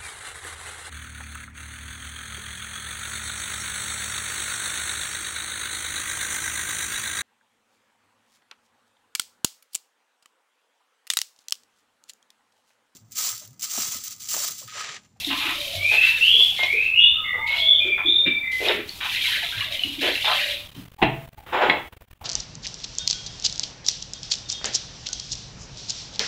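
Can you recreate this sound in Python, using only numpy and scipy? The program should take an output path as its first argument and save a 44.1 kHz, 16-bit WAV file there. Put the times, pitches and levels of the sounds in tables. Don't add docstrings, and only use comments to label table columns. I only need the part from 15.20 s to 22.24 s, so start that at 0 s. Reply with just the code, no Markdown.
import sys
import numpy as np
from scipy import signal
from scipy.fft import rfft, irfft
from scipy.io import wavfile
from scipy.ndimage import uniform_filter1d

SR = 44100
rng = np.random.default_rng(int(sys.argv[2]) if len(sys.argv) > 2 else 0)


def unload_wav(signal):
    wavfile.write(
        sys.argv[1],
        SR,
        np.round(np.clip(np.atleast_2d(signal).T, -1, 1) * 32767).astype(np.int16),
    )


N = 310552
TIME = np.arange(N) / SR
HALF_SECOND = TIME[:SR // 2]


def amp(db):
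    return 10 ** (np.asarray(db) / 20)


def unit(x):
    return x / np.sqrt(np.mean(x ** 2) + 1e-20)


def read(points, hz):
    point_hz, value = np.transpose(points)
    return np.interp(np.log(hz + 1), np.log(point_hz + 1), value)


def add(mix, start_s, sound):
    part = mix[max(round(start_s * SR), 0):][:len(sound)]
    part += sound[:len(part)]


def colour(x, points):
    gain = amp(read(points, np.fft.rfftfreq(len(x), 1 / SR)))
    return unit(irfft(rfft(x) * gain, len(x)))


def wander(length, size):
    noise = rng.standard_normal(max(length, SR))
    return unit(uniform_filter1d(uniform_filter1d(noise, size), size))[:length]


def impacts(per_s, spread_db, size):
    heights = amp(spread_db * np.minimum(rng.exponential(1, size), 4))
    signs = rng.choice([-1, 1], size)
    hits = rng.random(size) < per_s / SR
    return unit(heights * signs * hits)


def pings(hz, cycles, per_s, spread_db):
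    turns = np.arange(int(7 * cycles / hz * SR)) * hz / SR
    soft_start = 1 - np.exp(-(turns / 1.5) ** 2)
    ping = np.sin(2 * np.pi * turns) * np.exp(-turns / cycles) * soft_start
    return unit(signal.oaconvolve(impacts(per_s, spread_db, N), ping)[:N])


def ring(modes, rise_s):
    t = HALF_SECOND
    tones = sum(amp(db - 60 * t / t60_s) * np.sin(2 * np.pi * hz * t) for hz, db, t60_s in modes)
    return tones * (1 - np.exp(-(t / rise_s) ** 2))


def cloud(db, length_s, centre_hz, octaves):
    t, hz = HALF_SECOND, np.geomspace(40, 16000, 60)
    dull_db = read([(3900, 1.5), (4600, -14.0), (6500, -7.0), (14000, -34.5)], hz)
    band_db = -4.3 * (np.log2(hz / centre_hz) / octaves) ** 2 + dull_db
    grains = colour(impacts(per_s=3000, spread_db=3.0, size=len(t)), np.c_[hz, band_db])
    rise = np.minimum(t / (0.14 * length_s), 1)
    fall = np.exp(-np.maximum(t - length_s, 0) / 0.0033)
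    return amp(db) * grains * rise * fall


# frequency in Hz, t60 in s before each source's decay factor.
YARD_DECAY = [(150, 0.43), (600, 0.36), (2000, 0.38), (3500, 0.39), (6000, 0.07), (14000, 0.57)]


def yard(x, wet, decay=1):
    taps = rng.standard_normal(SR) * (rng.random(SR) < 3000 / SR)
    taps *= TIME[:SR] > .004
    hz, t, bands = signal.stft(taps, SR, nperseg=256)
    t60_s = decay * read(YARD_DECAY, hz)[:, None]
    tail = signal.istft(bands * amp(-60 * t / t60_s) / np.sqrt(t60_s), SR, nperseg=256)[1]
    echoes = signal.fftconvolve(x, tail / np.linalg.norm(tail))[:N]
    return np.sqrt(1 - wet) * x + np.sqrt(wet) * echoes


# frequency in Hz, relative level in dB per Hz.
AIR_COLOUR = [(25, 1.5), (90, 7), (160, -2), (400, -8.5), (1000, -10.5), (3000, -11.5), (5000, -24),
              (8000, -24.5), (12500, -23), (15500, -15.5)]


def air():
    return amp(-46) * colour(rng.standard_normal(N), AIR_COLOUR)


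# frequency in Hz, relative level in dB per Hz.
SPRAY_COLOUR = [(1500, -33.5), (3500, 10), (5500, 5.5), (8000, -1), (10000, -0.5), (12500, 2),
                (15500, -10.5)]


def spray_hiss():
    return colour(impacts(per_s=13000, spread_db=5.0, size=N), SPRAY_COLOUR)


# frequency in Hz, relative level in dB.
PATTER_COLOUR = [(900, -10.5), (1500, -4), (2100, 0), (2800, 1), (3750, 1), (4200, -8.5), (4800, -17.5),
                 (6000, -37.5)]


def leaf_patter(lowest_hz):
    patter = np.zeros(N)
    for hz in np.linspace(1000, 5600, 36):
        share = amp(read(PATTER_COLOUR, hz)) / np.sqrt(1 + (lowest_hz / hz) ** 16)
        patter += share * pings(hz * rng.uniform(1.0, 1.02), cycles=9, per_s=42, spread_db=2.5)
    return unit(patter)


# frequency in Hz, relative level in dB.
BUBBLE_COLOUR = [(250, -16), (450, -8), (800, 6.5), (1100, -1.5), (1600, -1.5)]


def soil_bubbles():
    bubbles = np.zeros(N)
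    for hz in np.geomspace(280, 1600, 18):
        bubbles += amp(read(BUBBLE_COLOUR, hz)) * pings(hz, cycles=12, per_s=4, spread_db=7)
    return unit(bubbles)


def flow(start_s, length_s, rise_s, fall_db_per_s):
    t = TIME - start_s
    return np.clip(t / rise_s, 0, 1) * amp(-fall_db_per_s * np.maximum(t - length_s, 0))


POUR_RISE_S, SPRAY_FALL_DB_PER_S, PATTER_FALL_DB_PER_S = 0.01, 57, 105
GUSH_RISE_S, GUSH_FALL_DB_PER_S = .035, 122
GUSH_SPRAY_DB = -11.5
THIN_HZ, GUSH_HZ = 2450, 1600
UNSTEADY_DB = 2.15
# start in s, length in s, relative spray in dB, relative patter in dB.
CAN_POURS = [(-.05, 1.436, -41, -42.5), (2.263, 0.13, -50.5, -41.5), (3.31, 0.11, -44, -48.5),
             (3.673, 0.27, -50, -60), (3.836, 0.53, -45.5, -46.5), (4.508, 0.21, -47.5, -44.5),
             (4.807, 0.47, -44.5, -43), (5.412, 0.095, -61.5, -64.5)]
# start in s, length in s, relative patter in dB.
STREAM_GUSHES = [(0.074, 0.073, -44), (0.694, 0.28, -47), (1.367, 0.036, -38.5), (1.546, .09, -50.5),
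                 (3.424, 0.1, -41.5), (3.879, 0.34, -41), (4.35, 0.091, -43), (4.782, .16, -40),
                 (5.046, 0.19, -37)]


def shower():
    spray, stream, gushing = np.zeros((3, N))
    for start_s, length_s, spray_db, patter_db in CAN_POURS:
        spray += amp(spray_db) * flow(start_s, length_s, POUR_RISE_S, SPRAY_FALL_DB_PER_S)
        stream += amp(patter_db) * flow(start_s, length_s, POUR_RISE_S, PATTER_FALL_DB_PER_S)
    for start_s, length_s, patter_db in STREAM_GUSHES:
        gush = flow(start_s, length_s, GUSH_RISE_S, GUSH_FALL_DB_PER_S)
        spray += amp(patter_db + GUSH_SPRAY_DB) * gush
        stream += amp(patter_db) * gush
        gushing += gush
    lowest_hz = THIN_HZ + (GUSH_HZ - THIN_HZ) * np.sqrt(np.minimum(gushing, 1))
    hiss = amp(2.5) * spray * spray_hiss()
    hits = stream * (amp(10.5) * leaf_patter(lowest_hz) + amp(-13) * soil_bubbles())
    wobble = amp(UNSTEADY_DB * wander(N, size=1500))
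    return yard((hiss + hits) * wobble, wet=0.37, decay=0.68)


# start in s, relative level in dB, ring in Hz, t60 in s.
LEAF_DROPS = [(.0463, -1.5, 3740, 0.015), (0.112, -3, 2800, 0.017), (.4968, -23, 3850, 0.016),
              (1.3463, -18, 3340, .018), (1.4386, -19, 2250, 0.021), (3.4845, 3, 3720, 0.017),
              (3.6922, -4, 4400, 0.011), (4.074, -6.5, 2850, 0.022), (4.407, -7.5, 2890, 0.043),
              (4.5231, -6.5, 3810, 0.019), (4.5932, -5, 3010, 0.027), (4.635, 0.5, 2923, 0.031),
              (4.954, -0.5, 2750, .018), (5.0524, 1, 3590, .018), (5.551, -35.5, 3100, .09)]


def drips():
    ticks = np.zeros(N)
    for start_s, db, hz, t60_s in LEAF_DROPS:
        modes = [(hz, db - 5.5, t60_s), (hz * 1.4, db - 14.5, t60_s / 2)]
        add(ticks, start_s, ring(modes, rise_s=0.0012))
    return yard(ticks, wet=0.34, decay=0.77)


# start in s, mean pitch in Hz, relative level in dB, t60 in s.
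WATER_PLOPS = [(.07, 283.4, -30, 0.4), (.13, 1091, -36.5, 0.7), (.25, 324, -37, 0.39), (.55, 94.8, -35, 0.45),
               (1.14, 447, -37, 0.13), (1.19, 451, -31.5, 0.082), (1.53, 440, -34.5, 0.32),
               (2.65, 387, -31.5, 0.29), (2.848, 341, -32.5, 0.45), (3.069, 246, -26.5, 0.12),
               (3.49, 481.5, -26, 0.14), (3.59, 319, -27, 0.053), (3.85, 867, -31, 0.09),
               (4.08, 890, -36, 0.11), (4.17, 600, -40.5, 0.11), (4.321, 1600, -33.5, 0.3),
               (4.37, 110.3, -35, 0.26), (4.41, 1052, -32.5, 0.12), (4.645, 282, -37, 0.5),
               (4.781, 278, -32, 0.48), (5.571, 119.7, -38, 0.38)]


def water_plops():
    glugs, t = np.zeros(N), HALF_SECOND
    for start_s, hz, db, t60_s in WATER_PLOPS:
        turns = np.cumsum(hz * (1 + .09 * wander(len(t), size=200))) / SR
        envelope = (1 - np.exp(-t / 0.0037)) * amp(db + 4.5 - 60 * t / t60_s)
        add(glugs, start_s, np.sin(2 * np.pi * turns) * envelope)
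    return yard(glugs, wet=0.24)


SPATTER_OCTAVES, PLOP_OCTAVES = 0.53, 0.57
# start in s, length in s, relative spatter in dB, spatter centre in Hz,
# relative plop in dB, plop centre in Hz.
SOIL_SPLASHES = [(0.101, 0.032, -27, 2870, -33, 1030), (0.198, 0.13, -28, 2560, -34, 1200),
                 (0.71, 0.051, -32, 2220, -34, 606), (0.814, 0.078, -24, 2600, -53, 1320),
                 (1.391, 0.0072, -54, 1700, -28.5, 850), (1.429, 0.0078, -17, 3340, -27, 600),
                 (2.298, 0.075, -36.5, 2150, -42.5, 993), (2.774, 0.043, -33.5, 1670, -36.5, 980),
                 (3.061, 0.022, -26, 2376, -26.5, 253), (3.401, 0.077, -31, 2550, -30, 483),
                 (3.473, 0.041, -20.5, 2260, -21.5, 514), (3.538, 0.07, -33, 2100, -35.5, 315),
                 (3.801, 0.068, -28, 2900, -33.5, 1330), (4.389, 0.016, -38, 3000, -41, 1200),
                 (4.815, 0.08, -25.5, 2400, -27.5, 497), (5.042, 0.019, -20, 2970, -30.5, 860),
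                 (5.066, 0.071, -41, 2500, -24, 910)]


def splashes():
    out = np.zeros(N)
    for start_s, length_s, spatter_db, spatter_hz, plop_db, plop_hz in SOIL_SPLASHES:
        spatter = cloud(spatter_db, length_s, spatter_hz, SPATTER_OCTAVES)
        plop = cloud(plop_db, length_s, plop_hz, PLOP_OCTAVES)
        add(out, start_s, spatter + plop)
    return yard(out, wet=0.47, decay=0.71)


ONSET_DB, FADE_SHAPE, OVERTONE_DB = -15.5, 0.93, -48
TRILL_UNEVEN, TREMOLO_PER_HZ = 0.096, 0.0013


def whistle(length_s, first_hz, goal_hz, half_s, depth_hz, db, rise_s, fade_db, waver, trill_hz):
    t = np.arange(0, length_s, 1 / SR)
    glide = t ** 2 / (t ** 2 + half_s ** 2)
    hz = first_hz + (goal_hz - first_hz) * glide
    depth = depth_hz * (1 - (2 * glide - 1) ** 2)
    onset_db = ONSET_DB * np.maximum(1 - t / rise_s, 0) ** 2
    faded = (np.maximum(t - rise_s, 0) / (length_s - rise_s)) ** FADE_SHAPE
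    level_db = db + onset_db - fade_db * faded
    trill_rate = trill_hz * (1 + TRILL_UNEVEN * wander(len(t), size=300))
    trill = depth * np.sin(2 * np.pi * np.cumsum(trill_rate) / SR)
    phase = 2 * np.pi * np.cumsum(hz * (1 + waver * wander(len(t), size=70)) + trill) / SR
    tone = np.sin(phase) + amp(OVERTONE_DB) * np.sin(2 * phase)
    tone *= 1 + TREMOLO_PER_HZ * trill
    return np.sqrt(2) * amp(level_db) * tone * signal.windows.tukey(len(t), .1)


HOOT_RISE_S, HOOT_FADE_DB, HOOT_FLUTTER_HZ = .05, 4, 32
# start in s, length in s, first pitch in Hz, goal pitch in Hz, level in dB.
FAR_HOOTS = [(0.336, 0.22, 585, 599, -39), (0.472, 0.2, 645.5, 600, -39), (1.928, .29, 1274, 1162, -38),
             (2.148, .21, 874, 977, -38), (2.326, .42, 650, 574, -42.5), (4.447, 0.096, 667, 570, -41),
             (4.991, .345, 607, 584, -37.5)]


def far_hoots():
    far = np.zeros(N)
    for start_s, length_s, first_hz, goal_hz, db in FAR_HOOTS:
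        hoot = whistle(length_s, first_hz, goal_hz, length_s / 2, HOOT_FLUTTER_HZ, db,
                       HOOT_RISE_S, HOOT_FADE_DB, waver=0.035, trill_hz=38.24)
        add(far, start_s, hoot)
    return yard(far, wet=0.94)


# start in s, length in s, first pitch in Hz, goal pitch in Hz, time to mid-glide in s,
# trill depth in Hz, level in dB, rise in s, fade in dB (negative grows).
SONG_NOTES = [(.53, 0.051, 2157, 2290, .05, 10, -32.5, 0.077, -0.5),
              (0.587, 0.27, 2234, 2745, 0.093, 37, -14.5, 0.074, 1.5),
              (0.991, 0.25, 2685, 3497, 0.098, 187, -12, 0.028, 5),
              (1.382, 0.06, 2119, 2180, 0.073, 10, -15.5, 0.014, 13.5),
              (1.446, 0.22, 2122, 2705, 0.093, 73, -18.5, 0.055, -1),
              (1.718, 0.11, 2584, 2963, 0.045, 96, -10.5, 0.072, 4.5),
              (1.782, 0.26, 3228, 3600, 0.028, 116, -13.5, .04, 25),
              (2.039, 0.098, 2123, 1983, 0.043, 90, -20.5, 0.01, 4.5),
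              (2.187, .25, 2100, 2231, 0.067, 40, -22, 0.057, 11),
              (2.37, 0.18, 3260, 3483, 0.048, 130, -16.5, 0.074, 5),
              (2.478, 0.098, 3473, 3155, .075, 240, -14.5, 0.022, 7.5),
              (2.595, 0.16, 2425, 2190, 0.19, 110, -15.5, 0.021, 6),
              (2.829, 0.24, 3427, 3647, .05, 112, -13.5, 0.059, 14.5),
              (3.049, 0.17, 2352, 2325, 0.042, 18, -19, 0.008, 5),
              (3.221, .14, 2075, 2019, 0.06, 11, -23, 0.024, 5)]


def songbird():
    near = np.zeros(N)
    for start_s, *note in SONG_NOTES:
        add(near, start_s, whistle(*note, waver=0.0098, trill_hz=75.38))
    return yard(near, wet=0.89, decay=1.77)


# start in s, relative level in dB, length in s, centre in Hz,
# width in octaves.
FAINT_PUFFS = [(2.128, -40.5, 0.069, 700, 0.85), (2.644, -43.5, 0.04, 890, 3.4),
               (3.022, -38.5, 0.034, 555, 0.073), (5.555, -41.5, 0.061, 217, 0.41),
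               (5.778, -35.5, 0.092, 870, .15), (6.168, -44, 0.079, 800, 0.1),
               (6.257, -42, 0.062, 990, 1.3), (6.484, -25.5, 0.029, 242, 0.4),
               (6.719, -46, 0.024, 500, 1.36), (6.81, -45, 0.0071, 600, 0.67),
               (6.847, -56.5, 0.005, 1007, 1.6), (7, -44, 0.052, 777, 0.35)]


def faint_puffs():
    out = np.zeros(N)
    for start_s, db, length_s, centre_hz, octaves in FAINT_PUFFS:
        add(out, start_s, cloud(db, length_s, centre_hz, octaves))
    return yard(out, wet=0.47, decay=0.71)


# start in s, relative level in dB.
THUMP_BLOWS = [(5.817, -7.5), (5.8248, -0.5), (5.831, -4)]
# frequency in Hz, relative level in dB, t60 in s.
BODY_MODES = [(124.7, -20, 0.61), (145.1, -21, 0.46), (199.7, -20.5, 0.22), (275, -41, 0.14),
              (396, -13, 0.14), (666, -28, 0.65), (838, -23.5, 0.32), (981, -25, 0.216), (1790, -27.5, .12),
              (2360, -24.5, .12), (2420, -22, 0.088), (2700, -30, 0.1), (3470, -26.5, 0.11)]
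# frequency in Hz, relative level in dB per Hz.
CRACK_COLOUR = [(59, -34), (100, -3), (315, 2), (524, -9), (824, 4.5), (1340, -19.5), (1720, -6.5),
                (2960, -8), (4010, -20), (4400, -37), (9000, -63), (11700, -80.5), (19800, -120)]


def hollow_thump():
    thump, t = np.zeros(N), HALF_SECOND
    for start_s, db in THUMP_BLOWS:
        envelope = np.exp(-t / 0.0099) * (1 - np.exp(-(t / 0.00054) ** 2))
        crack = colour(rng.standard_normal(len(t)), CRACK_COLOUR) * envelope
        body = ring(BODY_MODES, rise_s=0.0017)
        add(thump, start_s, amp(db - 5.5) * (crack + body))
    return yard(thump, wet=0.38, decay=0.91)


# time in s, relative level in dB.
SCRAPE_PRESSURE = [(6.32, -32.5), (6.337, -18.5), (6.36, -20), (6.396, -25), (6.425, -15), (6.46, -21),
                   (6.501, -22), (6.54, -30.5), (6.6, -36)]
# frequency in Hz, relative level in dB per Hz.
GRIT_COLOUR = [(120, -37), (250, -9.5), (350, -4), (600, -2), (840, 1.5), (1100, -4.5), (1500, -5.5),
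               (2100, -9.5), (2900, -11), (3800, -17.5), (4400, -31.5), (5400, -35), (6300, -46),
               (7200, -37), (8300, -55.5), (14000, -56)]


def gritty_scrape():
    time_s, pressure_db = np.transpose(SCRAPE_PRESSURE)
    pressure = amp(np.interp(TIME, time_s, pressure_db, left=-120, right=-120))
    grit = colour(impacts(per_s=3800, spread_db=2, size=N), GRIT_COLOUR)
    return yard(grit * pressure, wet=0.42, decay=0.94)


CLACK_S = 6.4978
# frequency in Hz, relative level in dB, t60 in s.
CLACK_MODES = [(1980, -6, .04), (2170, -2, .03), (2520, -4, .015), (3000, -9, .012), (3330, -9, .035),
               (4000, -14, .025)]


def closing_clack():
    clack = np.zeros(N)
    add(clack, CLACK_S, ring(CLACK_MODES, rise_s=.0005))
    return yard(clack, wet=0.33, decay=0.88)


def scene():
    water = shower() + drips() + water_plops() + splashes()
    birds = far_hoots() + songbird()
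    handling = hollow_thump() + gritty_scrape() + closing_clack()
    return (air() + water + birds + faint_puffs() + handling)[None]


THRESHOLD_DB, SLOPE_DB_PER_DB, DEPTH_DB = -43, 7, 32
EDGE_HZ = 15750


def record(dry):
    level_db = 10 * np.log10(abs(uniform_filter1d(dry[0] ** 2, size=330)) + 1e-12)
    cut_db = np.clip(SLOPE_DB_PER_DB * (THRESHOLD_DB - level_db), 0, DEPTH_DB)
    gated = dry * amp(-uniform_filter1d(cut_db, size=120))
    low_pass = signal.firwin(511, EDGE_HZ, window=("kaiser", 9), fs=SR)
    return signal.oaconvolve(gated, low_pass[None], "same")


dry = scene()
out = record(dry)
unload_wav(out)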